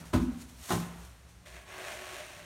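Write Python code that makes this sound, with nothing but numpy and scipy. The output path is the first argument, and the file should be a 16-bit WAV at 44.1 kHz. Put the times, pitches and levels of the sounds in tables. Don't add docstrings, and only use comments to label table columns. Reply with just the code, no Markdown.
import sys
import numpy as np
from scipy import signal
from scipy.fft import rfft, irfft
from scipy.io import wavfile

SR = 44100
rng = np.random.default_rng(int(sys.argv[2]) if len(sys.argv) > 2 else 0)


def store_wav(level_fs):
    pcm = np.round(np.clip(np.atleast_2d(level_fs), -1, 1) * 32767)
    wavfile.write(sys.argv[1], SR, pcm.T.astype(np.int16))


def amplitude_ratio(level_db):
    exponent = np.asarray(level_db, float) / 20
    return 10 ** exponent


N = 108045


def clock():
    return np.arange(N) / SR


def evened(x):
    return x / np.sqrt(np.mean(x ** 2) + 1e-20)


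def read(points, hz):
    point_hz, value = np.transpose(points)
    return np.interp(np.log(hz + 1), np.log(point_hz + 1), value)


def coloured(x, points):
    gain = amplitude_ratio(read(points, np.fft.rfftfreq(N, 1 / SR)))
    return evened(irfft(rfft(x) * gain, N))


def resonate(x, hz, width_hz):
    radius = np.exp(-np.pi * width_hz / SR)
    pole = radius * np.exp(2j * np.pi * hz / SR)
    return 2 * signal.lfilter([1 - radius], [1, -pole], x).real


def grains(per_s, spread_db):
    size_db = spread_db * np.minimum(rng.exponential(1, N), 5)
    size = amplitude_ratio(size_db) * rng.standard_normal(N)
    return evened(size * (rng.random(N) < per_s / SR))


def drift():
    return evened(np.interp(clock(), np.arange(50) * .05, rng.standard_normal(50)))


def ring(start_s, ring_db, modes, contact_s):
    t = np.maximum(clock() - start_s, 0)
    tones = sum(amplitude_ratio(db - 60 * t / t60) * np.sin(2 * np.pi * hz * t) for hz, db, t60 in modes)
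    return amplitude_ratio(ring_db) * tones * (1 - np.exp(-t / contact_s))


def floor():
    # (frequency [Hz], level [dB])
    air_colour = [(200, -14), (330, -4), (700, -3), (2000, -7), (4000, -11), (9000, -13), (15500, -27)]
    # (frequency [Hz], width [Hz], level [dB])
    rumble = [(40, 20, -71), (62, 18, -57), (105, 40, -62), (170, 30, -65), (260, 80, -72)]
    air = amplitude_ratio(-62.5) * coloured(rng.standard_normal(N), air_colour)
    hum = 0
    for hz, width_hz, db in rumble:
        once = resonate(rng.standard_normal(N), hz, width_hz)
        hum = hum + amplitude_ratio(db) * evened(resonate(once, hz, width_hz))
    fade_db_per_s = -2.5
    return air + hum * amplitude_ratio(fade_db_per_s * (clock() - 1))


def knocks():
    # (time [s], level [dB])
    knock_hits = [
        (.001, -39),
        (2.36, -49),
    ]
    # (frequency [Hz], level [dB], t60 [s])
    knock_modes = [(92, -9, .3), (165, -2, .3), (178, -5, .3), (235, -10, .3), (290, -13, .3)]
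    # (time [s], level [dB])
    thud_hits = [
        (.545, -50),
        (.605, -43),
        (.83, -47),
        (.94, -42),
        (1.36, -46),
        (1.48, -46),
    ]
    # (frequency [Hz], level [dB], t60 [s])
    thud_modes = [(60, 0, .35), (76, -5, .2)]
    boxy = sum(ring(s, db, knock_modes, .012) for s, db in knock_hits)
    deep = sum(ring(s, db, thud_modes, .02) for s, db in thud_hits)
    return boxy + deep


def shower(events, colour):
    t = clock()
    power = 0
    for peak_s, db, rise_s, fall_s in events:
        slope = np.where(t < peak_s, (peak_s - t) / rise_s, (t - peak_s) / fall_s)
        power = power + amplitude_ratio(2 * (db - 20 * slope))
    return np.sqrt(power) * coloured(grains(20000, 1.5), colour)


def mortar():
    # (peak time [s], level [dB], rise [s per 20 dB], fall [s per 20 dB])
    patter = [(.003, -53, .01, .08), (.055, -54, .015, .14), (.14, -42, .012, .07), (.22, -53, .05, .1),
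              (.33, -60, .1, .2), (.42, -50, .07, .06), (.49, -56, .02, .12), (.65, -47, .12, .2),
              (.695, -41, .03, .1), (.725, -36, .05, .1), (.8, -50, .03, .2), (1.0, -57, .15, .3),
              (1.05, -56, .03, .04), (1.29, -61, .015, .1), (1.615, -59, .01, .04)]
    # (frequency [Hz], level [dB])
    patter_colour = [(180, -30), (350, -8), (900, -5), (1620, -4), (2560, -5), (6680, -4), (10500, -6),
                     (15500, -16)]
    # (peak time [s], level [dB], rise [s per 20 dB], fall [s per 20 dB])
    slump = [
        (.01, -55, .02, .35),
        (.3, -56, .15, .25),
        (.83, -48, .06, .15),
        (.92, -55, .15, .35),
        (1.04, -57, .1, .08),
    ]
    # (frequency [Hz], level [dB])
    slump_colour = [(200, -14), (350, -2), (700, 0), (1500, -3), (2500, -8), (5000, -24), (15500, -45)]
    return shower(patter, patter_colour) + shower(slump, slump_colour)


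def thump(start_s, ring_db, crack_db, contact_s, modes):
    # (frequency [Hz], level [dB])
    crack_colour = [(80, -14), (250, -4), (450, -7), (700, -7), (1200, -8), (2000, -17), (4500, -22),
                    (15500, -36)]
    # (frequency [Hz], t60 [s])
    crack_t60 = [(150, .5), (500, .24), (1500, .26), (5000, .2), (12000, .15)]
    hz, t, bands = signal.stft(coloured(rng.standard_normal(N), crack_colour), SR, nperseg=256)
    bands = bands * amplitude_ratio(-60 * np.maximum(t - start_s, 0) / read(crack_t60, hz)[:, None])
    crack = signal.istft(bands, SR, nperseg=256)[1][:N]
    onset = np.clip((clock() - start_s) / contact_s + .3, 0, 1) ** 2
    return ring(start_s, ring_db, modes, contact_s) + amplitude_ratio(crack_db) * crack * onset


def thumps():
    # (frequency [Hz], level [dB], t60 [s])
    first_planks = [(255, -6, .15), (320, -4, .15), (430, -14, .15), (605, -6, .16), (720, -14, .12),
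                    (1000, -8, .14), (1260, -15, .15), (1465, -12, .12)]
    second_planks = [(300, -11, .25), (362, -1, .2), (425, -9, .2), (610, -7, .18), (730, -10, .15),
                     (1044, -5, .2), (1144, -8, .15), (1450, -12, .15), (1855, -12, .15)]
    # time [s], ring level [dB], crack level [dB], contact [s]
    first_blow = (.131, -21.5, -29, .008)
    touch = (.685, -43, -42, .008)
    second_blow = (.704, -26, -28, .002)
    first = thump(*first_blow, first_planks)
    second = thump(*touch, second_planks) + thump(*second_blow, second_planks)
    return shed(first, wet_db=-9) + shed(second, wet_db=-9)


def frame():
    # (time [s], level [dB])
    frame_hits = [
        (.139, -19),
        (.722, -25),
    ]
    # (frequency [Hz], level [dB], t60 [s])
    first_modes = [(98, 2, .15), (122, -7, .2), (172, -10, .45), (183, -13, .4), (250, 1, .22),
                   (275, -13, .4), (325, -3, .3), (345, -13, .35)]
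    second_modes = [(55, -11, .25), (108, -2, .25), (128, -10, .3), (145, -15, .7), (162, -10, .4),
                    (173, -1, .5), (186, -13, .5), (235, -13, .6), (290, -15, .5)]
    # (frequency [Hz], level [dB], t60 [s])
    bounce = (.216, -20, [(190, -11, .25), (236, -11, .7), (249, 1, .3), (262, -9, .5), (290, -12, .35),
              (335, -12, .25)])
    rock_s, rock_hz, rock_t60, rocks_per_s = .141, 67, .58, 9.1
    boom = ring(rock_s, -22.5, [(rock_hz, 0, rock_t60)], .01)
    boom = boom * np.sin(2 * np.pi * rocks_per_s * (clock() - rock_s))
    answers = sum(ring(s, db, modes, .006)
                  for (s, db), modes in zip(frame_hits, (first_modes, second_modes)))
    return boom + ring(*bounce, .012) + answers


def scrape():
    # (time [s], pressure [dB], dryness of the sand as treble [dB])
    drag = [(1.452, -72, 3), (1.461, -54, 3), (1.52, -57.5, 3), (1.565, -50, -2), (1.6, -56, -3),
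            (1.65, -63, -3), (1.69, -50.5, -2), (1.74, -48, -4), (1.81, -45.5, -2), (1.91, -45, 1),
            (2.0, -47.5, 0), (2.07, -47.5, 0), (2.16, -46.5, .5), (2.28, -51, 1.5), (2.45, -54, 0)]
    # (frequency [Hz], level [dB])
    grit_colour = [(120, -24), (250, -19), (420, -14), (650, -9), (1200, -11), (2550, -10), (4000, -16),
                   (9000, -19.5), (15500, -36)]
    # (frequency [Hz], width [Hz], level [dB])
    edge_modes = [(371, 20, -14), (605, 26, -8.5), (680, 50, -16), (1108, 12, -15), (1680, 300, -13),
                  (2000, 300, -17), (2520, 250, -18)]
    treble_edge_hz, waver_db = 3000, 1.5
    s, pressure_db, treble_db = np.transpose(drag)
    sand = grains(12000, 2.2)
    grit = coloured(sand, grit_colour)
    hz = np.fft.rfftfreq(N, 1 / SR)
    dull = irfft(rfft(grit) / (1 + (hz / treble_edge_hz) ** 4), N)
    treble = (grit - dull) * amplitude_ratio(np.interp(clock(), s, treble_db))
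    body = 0
    for mode_hz, width_hz, db in edge_modes:
        level_db = db + waver_db * drift()
        body = body + amplitude_ratio(level_db) * evened(resonate(sand, mode_hz, width_hz))
    pressure = amplitude_ratio(np.interp(clock(), s, pressure_db, left=-90) - 1)
    return pressure * (dull + treble + body)


def shed(x, wet_db):
    t = clock()[:SR]
    t60, first_reflection_s = .6, .012
    tail = rng.standard_normal(SR) * amplitude_ratio(-60 * t / t60) * (t > first_reflection_s)
    tail = tail / np.linalg.norm(tail)
    return x + amplitude_ratio(wet_db) * signal.fftconvolve(x, tail)[:N]


def scene():
    scaffold = shed(frame() + knocks(), wet_db=-13)
    plaster = shed(mortar() + scrape(), wet_db=-11)
    return (thumps() + scaffold + plaster + floor())[None]


def band_limit(x):
    return signal.sosfilt(signal.butter(12, 15730, fs=SR, output="sos"), x)


def record(dry):
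    # (frequency [Hz], width [Hz], level [dB])
    notches = [(4900, 300, -4), (7600, 300, -3), (10400, 400, -5)]
    low_cut_hz = 34
    hz = np.fft.rfftfreq(N, 1 / SR)
    dips_db = sum(db * np.exp(-((hz - f) / width_hz) ** 2) for f, width_hz, db in notches)
    low_cut = hz ** 2 / np.sqrt(hz ** 4 + low_cut_hz ** 4)
    mix = irfft(rfft(dry) * amplitude_ratio(dips_db) * low_cut, N)
    return band_limit(mix)


dry = scene()
out = record(dry)
store_wav(out)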